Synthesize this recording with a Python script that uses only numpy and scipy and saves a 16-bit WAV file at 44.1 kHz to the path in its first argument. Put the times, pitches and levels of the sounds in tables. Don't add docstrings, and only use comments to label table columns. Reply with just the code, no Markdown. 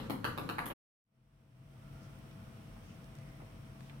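import sys
import numpy as np
from scipy import signal
from scipy.fft import rfft, irfft
from scipy.io import wavfile

SR = 44100
rng = np.random.default_rng(int(sys.argv[2]) if len(sys.argv) > 2 else 0)


def generate_wav(signal):
    frames = np.transpose(np.atleast_2d(signal))
    scaled = np.clip(frames, -1, 1) * 32767
    pcm = np.round(scaled).astype(np.int16)
    wavfile.write(sys.argv[1], SR, pcm)


N = 176400

# frequency in Hz, likeness (0 or less is unrelated).
STEREO_LIKENESS = [(60, 0.94), (150, 1), (380, 0.59), (950, -0.1), (2380, -1.4), (5980, -0.31),
                   (15000, -0.03)]
# frequency in Hz, seconds to fall 60 dB.
ROOM_DECAY = [(150, 1), (400, 0.21), (1000, 0.39), (2800, 0.35), (7000, 0.38), (14000, 0.28)]
# frequency in Hz, dB added left and taken off right.
REVERB_LEAN = [(150, 1), (340, 2), (750, 2), (1300, 0), (2500, .5), (10000, 0.2)]

# frequency in Hz, relative level in dB.
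HUM_COLOUR = [(20, -25), (33, -14), (45, 1), (70, -15.5), (100, 0), (135, -7), (165, -4), (225, -8.5),
              (255, -15), (295, -11.5), (400, -23.5), (480, -17.5), (600, -22), (720, -22.5), (1200, -24),
              (1400, -25), (1650, -29), (2250, -29), (3100, -30.5), (4100, -37.5), (5100, -38), (5600, -34),
              (6100, -41.5), (7200, -44), (8700, -38), (10500, -44), (14500, -44), (16000, -45)]
# frequency in Hz, dB added left and taken off right.
HUM_LEAN = [(50, 0.2), (140, 1.07), (500, 1.5), (2000, -1.94), (10000, 3)]
# pitch in Hz, level in dB, pitch waver in Hz, level waver in dB.
APPLIANCE_TONES = [(46.84, -70, 2.1, 1), (224, -67.5, 1.55, 2.5), (656.3, -72, 0.8, -0.9)]
# time in seconds, level in dB.
DRONE_SWELLS = [(1.1, -61.5), (1.18, -51.5), (1.35, -58), (1.55, -50), (1.75, -55.5), (2.0, -53.5),
                (2.15, -60.5), (2.32, -57.5), (2.7, -63.5), (3.05, -63), (3.22, -53), (3.5, -61.5),
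                (3.8, -56.5), (3.97, -50)]
# time in seconds, gain in dB.
HUM_FADER = [(1.03, -63.5), (1.068, -33), (1.16, -20), (1.38, -13), (1.5, -12), (1.75, -3.5), (1.95, 0.5),
             (2.7, 1), (3.3, 1), (4, .5)]
HUM_DB, DRONE_HZ, DRONE_WAVER_HZ, DRONE_WAVER_DB = -53.5, 134.9, 4.4, 1

# start in seconds, level in dB, centre in Hz, width in octaves, decay in seconds.
HANDLING_TICKS = [(2.188, -62, 10500, .4, 0.0017), (2.312, -62, 2580, 0.65, 0.008),
                  (2.765, -55, 905, 0.74, .008), (3.043, -59, 3000, 1.7, .002),
                  (3.153, -55, 4000, 1.1, 0.0012), (3.187, -55, 1990, 1.3, .002),
                  (3.289, -63, 2030, 1.4, .002), (3.403, -57.5, 990, 0.5, 0.01),
                  (3.42, -51, 440, 0.62, 0.015), (3.807, -45.5, 550, 1.6, 0.0014),
                  (3.896, -51, 2270, 0.46, 0.0057)]
# middle in seconds, level in dB, centre in Hz, width in octaves, half length in seconds.
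HANDLING_RUBS = [(2.039, -72.5, 5400, 0.24, 0.037), (1.983, -71.5, 1354, 0.055, 0.36),
                 (2.447, -70.5, 1320, 0.18, 0.11), (2.89, -73.5, 5540, 0.31, 0.062),
                 (2.901, -69, 2800, 0.16, 0.028), (3.331, -72.5, 2020, 0.11, 0.31),
                 (3.853, -71.5, 3500, 0.92, 0.065), (3.927, -66, 890, .7, 0.044)]
HANDLING_REVERB_DB = -9.5

# frequency in Hz, relative level in dB.
RUMBLE_COLOUR = [(20, -12), (45, -4), (70, -8.5), (110, 4), (150, 0.5), (200, -5.5), (290, -1.5),
                 (380, -15.5), (520, -4.5), (700, -25.5), (1200, -16), (2500, -28.5), (6000, -38.5),
                 (12000, -44), (16000, -49.5)]
# time in seconds, gain in dB.
RUMBLE_SWELLS = [(0, 0), (.06, 4), (.14, -5), (.22, -2), (.29, 3.5), (.35, -0.5), (.44, 3), (.55, -1),
                 (.63, 0.5), (.7, 0.5)]
# frequency in Hz, dB added left and taken off right.
RUMBLE_LEAN = [(50, 2), (140, 1), (280, 4), (550, 0), (1200, -2.5), (8000, 2)]
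RUMBLE_DB = -46.5

# start in seconds, thud, body, clack and snap gains in dB,
# contact time in ms, roughness (capped at 1), reverb gain in dB.
BOUNCES = [(-0.045, -6.5, -1, -5, -7.5, 0.98, 0.65, 4), (0.0985, 4.5, -4.5, -5, -1, 0.96, 0.24, 1),
           (0.2441, -3, 4, 3, 0, 0.67, 0.25, 0.5), (0.3771, -0.5, -2, -3.5, -2.5, 0.79, 0.21, -1),
           (0.491, -3, -1.5, 0.5, -2, 0.72, 0.2, -1.5), (0.5839, -7, 2.3, -7, -4.5, 0.48, 0.6, 0.5),
           (0.658, -6.5, -8.5, -9.5, 1.5, 0.2, 1.23, 0), (0.7026, -12, -5, -11.5, -24, 0.39, 0.65, 1.5)]
THUD_HZ, BODY_HZ, CLACK_HZ, SNAP_HZ = 274, 1310, 2760, 8500
# frequency in Hz, gain in dB.
KNOCK_COLOUR = [(60, -20.5), (150, -2.5), (280, 1), (400, -1), (620, -2.5), (800, 0), (1150, -1.5),
                (1650, -3), (2150, -5), (2750, -8.5), (3600, -10), (4300, -12), (5600, -23), (6700, -28.5),
                (9000, -22.5), (11000, -16.5), (14000, -16.5), (15500, -21), (16200, -27)]
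# pitch in Hz, relative dB, seconds to fall 60 dB.
RING_MODES = [(261, -2, .7), (320, -2, .55), (441, -4, .5), (517, -4, .45), (715, -2, .3), (806, -1, .4),
              (908, -5, .45), (985, -1, .35), (1168.6, 1, .4), (1333, -3, .35), (1474, -3, .4),
              (1676, -4, .35), (2833, -10, .3)]
# delay in seconds, left and right gains in dB, right lag in ms.
DIRECT_PATHS = [(0.0003, -10, 4.5, -0.3), (0.0016, -7, -9, 0.21)]
# frequency in Hz, gain in dB.
DIRECT_COLOUR = [(150, -7.5), (1000, -3), (4000, -4), (12000, -7.5)]
# delay in seconds, left and right gains in dB, right lag in ms.
WALL_PATHS = [(0.0073, 4, -6, 0.16), (0.0092, -15, -9.5, 0.052), (0.018, -12, -10, 0.015),
              (0.0207, -7, -10, -0.011)]
# frequency in Hz, gain in dB.
WALL_COLOUR = [(150, -16.5), (450, -1.5), (750, -1), (1200, 0.5), (2000, -8.5), (2500, 5), (3200, -3),
               (4300, 1.5), (12000, -8.5)]
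KNOCK_DB, CHATTER_DB, CHATTER_DECAY_S = -2.5, -9.5, 0.00089
SHELL_Q = 1.05
RING_DB, RING_VARY_DB, RING_DETUNE = -47.5, 2, 0.004
REVERB_DB, ROOM_BUILD_S = 5, 0.0044
REVERB_EARLY = 0.78
REVERB_LIKENESS = 0.59
CUT_S, CUT_FADE_S = 0.7364, 0.019


def amp(db):
    return 10 ** (np.asarray(db) / 20)


def unit(x):
    return x / np.sqrt(np.mean(x ** 2) + 1e-20)


def curve(points, hz):
    point_hz, value = np.transpose(points)
    return np.interp(np.log(hz + 1), np.log(point_hz + 1), value)


def fader(points):
    return amp(np.interp(np.arange(N) / SR, *np.transpose(points)))


def lean(points, hz):
    return amp(np.outer([1, -1], curve(points, hz)))


def add(mix, start_s, sound):
    at = round(start_s * SR)
    sound = sound[:, max(-at, 0):]
    part = mix[:, max(at, 0):][:, :sound.shape[1]]
    part += sound[:, :part.shape[1]]


def equalise(x, points, size=4096):
    log_gain = np.log(amp(curve(points, abs(np.fft.fftfreq(size, 1 / SR)))))
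    taps = np.fft.ifft(np.exp(np.conj(signal.hilbert(log_gain)))).real[:size // 2]
    return signal.fftconvolve(x, taps[None], axes=1)[:, :x.shape[1]]


def diffuse_noise(n):
    hz = np.fft.rfftfreq(n, 1 / SR)
    left, unrelated = rfft(rng.standard_normal((2, n)))
    likeness = np.clip(curve(STEREO_LIKENESS, hz), 0, 1)
    return hz, np.array([left, likeness * left + np.sqrt(1 - likeness ** 2) * unrelated])


def drift(rate_hz):
    hz = np.fft.rfftfreq(N, 1 / SR)
    slow = rfft(rng.standard_normal(N)) * np.exp(-(hz / rate_hz) ** 2) * (hz > 0)
    return unit(irfft(slow, N))


def room_tail(size=32768):
    noise = irfft(diffuse_noise(size)[1])
    hz, frame_s, frames = signal.stft(noise, SR, nperseg=256)
    decay = amp(-60 * frame_s / curve(ROOM_DECAY, hz)[:, None])
    tail = signal.istft(frames * decay, SR)[1][:, :size]
    build = 1 - (1 - REVERB_EARLY) * np.exp(-(np.arange(size) / SR / ROOM_BUILD_S) ** 6)
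    return unit(tail * build) / np.sqrt(size)


def room_noise(colour, level_db, sides):
    hz, noise = diffuse_noise(N)
    return amp(level_db) * unit(irfft(noise * amp(curve(colour, hz)) * lean(sides, hz), N))


def hum_tone(hz, waver_hz, waver_db):
    cycles = np.cumsum(hz + waver_hz * drift(rate_hz=7.9)) / SR
    waver = amp(waver_db * drift(rate_hz=15.0))
    return np.sqrt(2) * waver * np.sin(2 * np.pi * cycles) * lean(HUM_LEAN, hz)


def hum():
    appliances = sum(amp(db) * hum_tone(hz, *waver) for hz, db, *waver in APPLIANCE_TONES)
    air = room_noise(HUM_COLOUR, HUM_DB, HUM_LEAN)
    drone = fader(DRONE_SWELLS) * hum_tone(DRONE_HZ, DRONE_WAVER_HZ, DRONE_WAVER_DB)
    return air + appliances + drone


def noise_band(centre_hz, octaves, size):
    hz, noise = diffuse_noise(size)
    bell = np.exp(-0.5 * (np.log2((hz + 1) / centre_hz) / octaves) ** 2)
    return unit(irfft(noise * bell))


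def handling(size=16384):
    dry, t = np.zeros((2, N)), np.arange(size) / SR
    for start_s, db, centre_hz, octaves, decay_s in HANDLING_TICKS:
        add(dry, start_s, amp(db) * noise_band(centre_hz, octaves, size) * np.exp(-t / decay_s))
    for middle_s, db, centre_hz, octaves, half_s in HANDLING_RUBS:
        swell = np.exp(-((t - t.mean()) / half_s) ** 2)
        add(dry, middle_s - t.mean(), amp(db) * noise_band(centre_hz, octaves, size) * swell)
    return dry + amp(HANDLING_REVERB_DB) * signal.fftconvolve(dry, room_tail(), axes=1)[:, :N]


def rumble():
    return fader(RUMBLE_SWELLS) * room_noise(RUMBLE_COLOUR, RUMBLE_DB, RUMBLE_LEAN)


def ringing(t):
    variation = rng.standard_normal((len(RING_MODES), 2))
    modes = np.zeros((2, len(t)))
    for (hz, db, t60), (louder, sharper) in zip(RING_MODES, variation):
        cycles = hz * (1 + RING_DETUNE * sharper) * t + rng.random((2, 1))
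        modes += amp(db + RING_VARY_DB * louder - 60 * t / t60) * np.sin(2 * np.pi * cycles)
    return amp(RING_DB) * modes * (1 - np.exp(-t / ROOM_BUILD_S))


def shell_click(paths, colour, t, hz):
    travel = np.zeros((2, len(hz)), complex)
    for delay_s, left_db, right_db, lag_ms in paths:
        arrival_s = delay_s + np.array([[0], [lag_ms * 1e-3]])
        travel += amp([[left_db], [right_db]]) * np.exp(-2j * np.pi * hz * arrival_s)
    buzz = unit(rng.standard_normal((2, len(t))) * np.exp(-t / CHATTER_DECAY_S))
    shell = amp(CHATTER_DB) * buzz / np.sqrt(len(t))
    shell[:, 0] -= 1
    return equalise(irfft(rfft(shell) * travel), colour)


def contact(t, hz, contact_ms, roughness):
    half_cycles = 2e-3 * hz * contact_ms
    half_sine = np.sinc((half_cycles - 1) / 2) + np.sinc((half_cycles + 1) / 2)
    shell_tone = 1 + 1j * half_cycles / SHELL_Q - half_cycles ** 2
    push = half_sine * np.exp(-0.5j * np.pi * half_cycles) * shell_tone
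    scuff = unit(rng.standard_normal(len(t)) * np.exp(-t / CHATTER_DECAY_S)) / np.sqrt(len(t))
    roughness = np.clip(roughness, 0, 1)
    return np.sqrt(1 - roughness ** 2) * push + roughness * rfft(scuff)


def bouncing_ball():
    out, shared_tail = np.zeros((2, N)), room_tail()
    n = shared_tail.shape[1]
    t, hz = np.arange(n) / SR, np.fft.rfftfreq(n, 1 / SR)
    for start_s, thud_db, body_db, clack_db, snap_db, contact_ms, roughness, reverb_db in BOUNCES:
        direct = shell_click(DIRECT_PATHS, DIRECT_COLOUR, t, hz)
        slaps = shell_click(WALL_PATHS, WALL_COLOUR, t, hz)
        tail = REVERB_LIKENESS * shared_tail + np.sqrt(1 - REVERB_LIKENESS ** 2) * room_tail()
        reverb = amp(REVERB_DB + reverb_db) * rfft(tail) * lean(REVERB_LEAN, hz)
        arrivals = rfft(direct + slaps) + reverb
        hit = irfft(arrivals * contact(t, hz, contact_ms, roughness))
        knock = amp(KNOCK_DB) * equalise(hit, KNOCK_COLOUR) + ringing(t)
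        voicing = [(THUD_HZ, thud_db), (BODY_HZ, body_db), (CLACK_HZ, clack_db), (SNAP_HZ, snap_db)]
        add(out, start_s, equalise(knock, voicing))
    return out


def scene():
    t = np.arange(N) / SR
    cut = np.clip((CUT_S - t) / CUT_FADE_S, 0, 1)
    clatter = cut * (rumble() + bouncing_ball())
    fade_in = fader(HUM_FADER) * (t > HUM_FADER[0][0])
    return clatter + fade_in * (hum() + handling())


def record(dry):
    low_pass = signal.firwin(511, cutoff=16100, window=("kaiser", 9), fs=SR)
    return signal.oaconvolve(dry, low_pass[None], "same")


dry = scene()
out = record(dry)
generate_wav(out)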